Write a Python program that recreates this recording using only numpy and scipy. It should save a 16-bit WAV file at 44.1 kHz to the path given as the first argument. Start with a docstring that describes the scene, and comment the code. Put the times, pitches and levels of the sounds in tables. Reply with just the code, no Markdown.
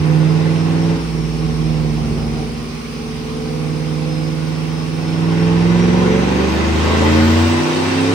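"""In a sheet-metal shop a V8 truck runs strapped on chassis rollers, heard from behind.
It pulls, lifts off and burbles, cruises, then climbs under full throttle.
The exhaust is a sum of engine orders and random firings, swept through the standing waves of pipes and shop.
Its deepest order is a separate boom; shaped noise makes the exhaust rasp and the roar of tyres and fans.
A gear whine of three gliding partials follows the road speed."""
import sys
import numpy as np
from scipy import signal
from scipy.fft import rfft, irfft, next_fast_len
from scipy.io import wavfile
from scipy.ndimage import uniform_filter1d

SR = 44100
rng = np.random.default_rng(int(sys.argv[2]) if len(sys.argv) > 2 else 0)


def master(y):
    """Save y as 16-bit WAV."""
    cut = np.clip(np.atleast_2d(y).T, -1, 1)
    pcm = np.round(cut * 32767)  # scale
    wavfile.write(sys.argv[1], SR, pcm.astype(np.int16))


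N = 358962
T = np.arange(N) / SR  # time in s

# Engine speed, one cycle being two turns: time_s, cycle_rate_hz
ENGINE_SPEED = [(0.0, 19.23), (0.6, 20.33), (0.92, 20.74), (1.2, 19.9), (1.5, 19.78), (2.1, 18.76),
                (2.4, 18.84), (2.7, 18.63), (3.1, 19.02), (4.0, 19.36), (4.9, 19.92), (5.5, 21.0),
                (5.8, 21.8), (6.4, 24.3), (7.0, 27.42), (7.6, 30.93), (8.14, 34.2)]
# Pull, lift-off, coast, cruise, full throttle; levels drive the resonators:
# time_s, exhaust_level_db, throttle_0_to_1, rasp_level_db
DRIVE = [(0.0, -9, 0.82, -30), (0.92, -9, 0.78, -29), (1.05, -19, 0.08, -35.5), (1.2, -17, 0.1, -40),
         (1.5, -14, 0.22, -37), (2.25, -11, 0.27, -39), (2.85, -19, 0.47, -43), (3.15, -18, 0.41, -40),
         (3.6, -13.5, 0.64, -37.5), (4.9, -14.5, 0.65, -34.5), (5.2, -10.5, 0.8, -29.5),
         (5.55, -7, 0.74, -25.5), (5.8, -8, 0.91, -24), (6.1, -7, 0.94, -23), (6.7, -5.5, 0.79, -21.5),
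         (7.0, -10, 1, -18.5), (7.6, -12, 0.98, -21.5), (8.14, -6, 0.75, -22)]
# Engine orders of eight firings in two uneven banks, by throttle:
# cycle_multiple, open_level_db, half_level_db, shut_level_db
ENGINE_ORDERS = [(4, -34, -24.5, -28), (5, -11, -20.5, -43), (6, -15, -28, -3), (7, -17, -17.5, -13),
                 (8, 2, -8, 2), (9, -16, -19, -15), (10, -8, -28.5, -23), (11, 0, -37.5, 0.5),
                 (12, -25, -6.5, -7), (13, -15.5, -3, -21), (14, -16.5, -37, -10), (15, -11.5, -28, -2),
                 (16, -9, -10, -9), (17, -30.5, -22.5, -35), (18, -11, -30, -17), (19, 1, -57, -5),
                 (20, -8.5, -32, -5), (21, -11, -10, -11.5), (22, -6, -25.5, -6.5),
                 (23, -19.5, -8.5, -22.5), (24, -3.5, -36.5, -1), (25, -23, -9.5, -31),
                 (26, -16.5, -7, -24)]
# Firing turns uneven as the throttle shuts: throttle_0_to_1, level_re_exhaust_db
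UNEVEN_FIRING = [(0, -23), (0.4, -27), (0.62, -42), (1, -40)]
# Standing waves of pipes and shop: pitch_hz, width_hz, left_level_db, right_level_db
STANDING_WAVES = [(79.7, 11, -2.5, -2), (87.2, 6.3, 4, -1), (106, 13.5, -2.5, -3), (141.4, 8.3, -12, -0.5),
                  (155.96, 6.95, -11.5, -1), (167.6, 14.4, -7.5, -3.5), (178, 7.8, -34, -54.5),
                  (230, 18.2, -8.5, -8), (238, 21, -24.5, -28), (264.1, 10.8, -15.5, -11),
                  (310.8, 5.5, -10.5, -10.5), (326.3, 20.6, -7.5, -6.5), (358.7, 4.1, -16, -14.5),
                  (386, 7.2, -27.5, -12.5), (435.9, 8.4, -9, -12), (469, 2.1, -10.5, -18.5),
                  (500.5, 7.9, -10, -23.5), (522, 7.4, -32.5, -27.5), (690, 120, -22, -43.5),
                  (732, 130, -28, -21), (886, 45, -17.5, -26)]
# Third multiple of the cycle, the beat of the uneven banks, with throttle shut, half and open:
# shut_re_exhaust_db, half_re_exhaust_db, open_re_exhaust_db
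BOOM_LEVELS = (-10.5, -20, -39)
# How the shop lifts or cancels the boom as it climbs: pitch_hz, gain_db
BOOM_RESPONSE = [(56, -1.5), (62.5, 2.2), (66, 14.5), (77, 16.5), (83, 32), (90, 34.5), (92.5, 26.5),
                 (94.3, 2), (96.5, 15.5), (102.5, 12.5)]
# Relative noise density of the exhaust rasp: pitch_hz, density_db
RASP_SPECTRUM = [(180, -61), (300, 0.5), (328, 1), (410, -2.5), (536, -8.5), (660, -16.5), (916, -3.5),
                 (1350, -12), (2040, -13), (4300, -22), (7030, -32), (7910, -34), (8920, -38),
                 (10500, -110), (13600, -89), (22000, -120)]
# Sheet metal that rings with the rasp: pitch_hz, width_hz, level_db
PANELS = [(1430, 18, 2), (2010, 60, -4), (2690, 25, 0), (3020, 23, -4), (3210, 25, 1), (3700, 50, -4)]
# Road speed, given as the pitch of the gear mesh: time_s, mesh_hz
ROAD_SPEED = [(0, 4950), (0.9, 5410), (1.2, 5430), (2.1, 5150), (2.6, 4980), (3.0, 4950), (3.5, 4990),
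              (5.0, 5235), (5.4, 5380), (6.2, 5990), (7.0, 7050), (7.6, 7990), (8.14, 8870)]
# How loud a gear tone sounds at each pitch; a band near 11.5 kHz is nearly silent: pitch_hz, level_db
WHINE_RESPONSE = [(4950, -47.5), (5250, -45.5), (5550, -42), (6000, -45), (6800, -48), (7700, -44.5),
                  (8900, -47), (10000, -42.5), (10900, -49), (11600, -75), (12400, -44), (14800, -33)]
# Overtones of the whine: mesh_multiple, level_db
WHINE_OVERTONES = [(2, -16.5), (3, -32)]
# Relative noise density of tyres, rollers and fans; a band near 11.5 kHz is nearly silent: pitch_hz, density_db
ROAR_SPECTRUM = [(40, -44), (150, -2.5), (500, -11), (640, -29.5), (1090, -9), (1700, -21.5), (2300, -13.5),
                 (3600, -20), (5000, -18), (6000, -20), (6800, -31), (9900, -26), (10700, -50.5),
                 (11500, -95), (12500, -38.5), (15700, -38)]
# Roar level against road speed: mesh_hz, level_db
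ROAR_LEVEL = [(5000, -32.5), (6700, -31), (7700, -26.5), (8900, -28)]
# Coherence of noise between the two sides: pitch_hz, likeness_0_to_1
LIKENESS = [(60, 1), (300, 0.66), (700, 0.1), (1500, 0.032), (9000, 0.034), (12000, 0.18)]
# Balance of noise between the two sides: pitch_hz, left_minus_right_db
BALANCE = [(60, 24), (150, -9.5), (380, 2), (950, 2.5), (2380, -3.5), (5980, 0), (15000, -2)]

LEFT_LAG = -6  # samples: the left side hears the exhaust a little earlier
FLUTTER_DB, SURGE_DB = 3.5, 1.2  # quick and slow swings of the whine
BRIGHT_HZ, BRIGHT_DB = 3040, 5.5  # rasp above this pitch gains so many dB per doubling of engine speed
EDGE_HZ = 15750  # upper band limit


def exhaust(turns):
    """Superposition: a periodic engine gives pure orders, and unequal firings smear them into burble."""
    level_db, throttle, _ = curves(DRIVE)
    throttle = np.clip(throttle, 0, 1)
    driven = gain_of(level_db) * (np.sqrt(2) * orders(turns, throttle) + stumble(turns, throttle))
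    left, right = shop(driven)
    pair = np.array([np.roll(left, shift=LEFT_LAG), right])
    upper = signal.lfilter(*signal.butter(2, 480, "high", fs=SR), pair)
    # short waves scatter and break into patches
    return pair - upper + walls(upper, wet_db=6, t60=.3)


def orders(turns, throttle):
    """Harmonic series: each order is a multiple of the cycle, weighted by throttle."""
    tone = np.zeros(N)
    for k, (_, open_db, half_db, shut_db) in enumerate(ENGINE_ORDERS, 4):
        waver_db = .04 * k * drift(size=3000)
        level_db = np.interp(throttle, [0, .5, 1], [shut_db, half_db, open_db]) + waver_db
        tone += gain_of(level_db) * np.cos(2 * np.pi * (k * turns + rng.random()))
    for k in range(27, 45):  # higher multiples come and go, in level and phase
        level_db = 4 * drift(size=2000) - 21.0
        phase = k * turns + 0.34 * drift(size=2000) + rng.random()
        tone += gain_of(level_db) * np.cos(2 * np.pi * phase)
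    return tone


def stumble(turns, throttle):
    """Random amplitude modulation: eight pulses per cycle, of chance strength and sign, spread the lines."""
    uneven_db = np.interp(throttle, *np.transpose(UNEVEN_FIRING))
    fires = np.diff(np.floor(8 * turns), prepend=0) > 0
    strength = rng.standard_normal(N) * gain_of(1.5 * drift(size=2500))
    pulses = fires * strength * SR / (2 * curves(ENGINE_SPEED)[0]) * gain_of(uneven_db)
    puffs = uniform_filter1d(pulses, size=30)  # each puff lasts most of a millisecond
    return signal.lfilter(*signal.butter(1, 150, "high", fs=SR), puffs)  # and is followed by suction


def boom(turns):
    """Subharmonic of firing: uneven banks sound the third order, nearly alike at both sides."""
    level_db, throttle, _ = curves(DRIVE)
    boom_hz = 3 * curves(ENGINE_SPEED)[0]
    level_db = level_db + np.interp(throttle, [0, .5, 1], BOOM_LEVELS) + read(BOOM_RESPONSE, boom_hz)
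    side_db = [[.8], [-.8]]
    return gain_of(level_db + side_db) * np.sqrt(2) * np.cos(2 * np.pi * 3 * turns)


def rasp(turns):
    """Jet turbulence: gas leaves the pipes in puffs and shakes resonant panels; the shop blurs the beat."""
    beat = 1 + .2 * np.cos(2 * np.pi * turns) + .15 * np.cos(2 * np.pi * 3 * turns)
    hz = np.fft.rfftfreq(N, 1 / SR)
    rings = 1 + sum(gain_of(db) / (1 + (2 * (hz - f) / width) ** 2) for f, width, db in PANELS)
    gas = irfft(rfft(noise(RASP_SPECTRUM, patchy_db=0.85, alike=0.52)) * rings, N)
    top = gas - signal.filtfilt(*signal.butter(2, BRIGHT_HZ, fs=SR), gas)
    rate = curves(ENGINE_SPEED)[0]
    bright_gain = gain_of(BRIGHT_DB * np.log2(rate / rate.min()))
    gas = gas + top * (bright_gain - 1)
    return walls(gain_of(curves(DRIVE)[2]) * beat * gas, wet_db=4.5, t60=0.17)


def whine():
    """Gear-mesh tone: frequency-modulated partials, fuzzier upward, flutter as they glide through reflections."""
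    mesh_hz = curves(ROAD_SPEED)[0]
    tone = np.zeros(N)
    for k, (_, partial_db) in enumerate([(1, 0.017)] + list(WHINE_OVERTONES), 1):
        fuzz = .003 * k * (mesh_hz / mesh_hz.min()) ** (k - 1) * drift(size=150)
        mesh_turns = np.cumsum(mesh_hz * (1 + fuzz)) / SR
        heard = k * mesh_hz < EDGE_HZ
        swing_db = FLUTTER_DB * drift(size=500) + SURGE_DB * drift(size=5000)
        level_db = read(WHINE_RESPONSE, k * mesh_hz) + partial_db + swing_db
        tone += heard * gain_of(level_db) * np.cos(2 * np.pi * k * mesh_turns)
    return walls(np.array([tone, tone]), wet_db=-3, t60=.15)


def roar():
    """Broadband noise: tyres on rollers and cooling fans, with a level that follows road speed."""
    return gain_of(read(ROAR_LEVEL, curves(ROAD_SPEED)[0])) * noise(ROAR_SPECTRUM, patchy_db=1.25)


def shop(x):
    """Modal summation: resonances add in complex form, and neighbours can cancel into a notch."""
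    size = next_fast_len(N + SR // 2)
    hz = np.fft.rfftfreq(size, 1 / SR)
    f, width, *sides_db = np.transpose(STANDING_WAVES)
    low = hz[hz < 3000]
    modes = 1 / (1 + 2j * (low - f[:, None]) / width[:, None])
    response = np.zeros((2, len(hz)), complex)
    response[:, :len(low)] = gain_of(sides_db) @ modes
    response *= (hz / (hz + 1e-9 - 1j * 34.0)) ** 4  # the microphone drops the deepest bass
    return irfft(rfft(x, size) * response, size)[:, :N]


def walls(x, wet_db, t60):
    """Reverberation: direct sound plus a dense, exponentially decaying tail, different at each side."""
    t = np.arange(SR // 2) / SR
    tail = rng.standard_normal((2, len(t))) * gain_of(-60 * t / t60) * (t > .004)
    tail *= gain_of(wet_db) / np.linalg.norm(tail[0])
    tail[:, 0] = 1  # direct sound
    return signal.oaconvolve(x, tail / np.linalg.norm(tail[0]), axes=1)[:, :N]


def noise(spectrum, patchy_db, alike=-1):
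    """Filtered noise: a random short-time spectrum, partly coherent between sides, with drifting patches."""
    frames, hz = N // 256 + 5, np.fft.rfftfreq(1024, 1 / SR)
    a, b, c, d, patches = rng.standard_normal((frames, 513, 5)).T
    patches = uniform_filter1d(patches, size=10, axis=0)  # across pitch
    patches = evened(uniform_filter1d(patches, size=12, axis=1))  # across time
    same = np.clip(read(LIKENESS, hz), alike, 1)[:, None]
    left = a + 1j * b
    right = same * left + np.sqrt(1 - same ** 2) * (c + 1j * d)
    z = np.array([left, right])
    z *= gain_of(read(spectrum, hz)[:, None] + patchy_db * patches)
    z *= gain_of(np.outer([.5, -.5], read(BALANCE, hz)))[:, :, None]
    return evened(signal.istft(z, nperseg=1024, noverlap=768)[1][:, :N])


def engine_turns():
    """Phase is the integral of frequency: engine cycles run so far."""
    return np.cumsum(curves(ENGINE_SPEED)[0]) / SR


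def drift(size):
    """Low-passed chance: random values a quarter of size apart, averaged in fours and joined by lines."""
    steps = uniform_filter1d(rng.standard_normal(4 * N // size + 2), size=4)
    return np.interp(np.arange(N), np.arange(len(steps)) * size / 4, evened(steps))


def curves(rows):
    """Linear interpolation in time: each column of a table at every sample."""
    s, *columns = np.transpose(rows)
    return [np.interp(T, s, c) for c in columns]


def read(points, hz):
    """Logarithmic pitch scale: a spectrum table interpolated at the given frequencies."""
    f, value = np.transpose(points)
    return np.interp(np.log(hz + 1), np.log(f + 1), value, left=value[0], right=value[-1])


def gain_of(db):
    """Decibel law: level to amplitude factor."""
    return 10 ** (np.asarray(db) / 20)


def evened(x):
    """Power normalisation: scaled to rms 1."""
    return x / np.sqrt(np.mean(x ** 2) + 1e-20)


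def scene():
    """Linear superposition: all sources add at the two microphones."""
    turns = engine_turns()
    return exhaust(turns) + boom(turns) + rasp(turns) + whine() + roar()


def record(dry):
    """Saturation and band limit: peaks above a knee are rounded off, then the top is cut."""
    over = np.maximum(abs(dry) - .75, 0)
    rounded = dry - np.sign(dry) * (over - .2 * np.tanh(over / .2))
    low_pass = signal.firwin(511, EDGE_HZ, window=("kaiser", 9), fs=SR)
    return signal.oaconvolve(rounded, low_pass[None], "same")


dry = scene()
out = record(dry)
master(out)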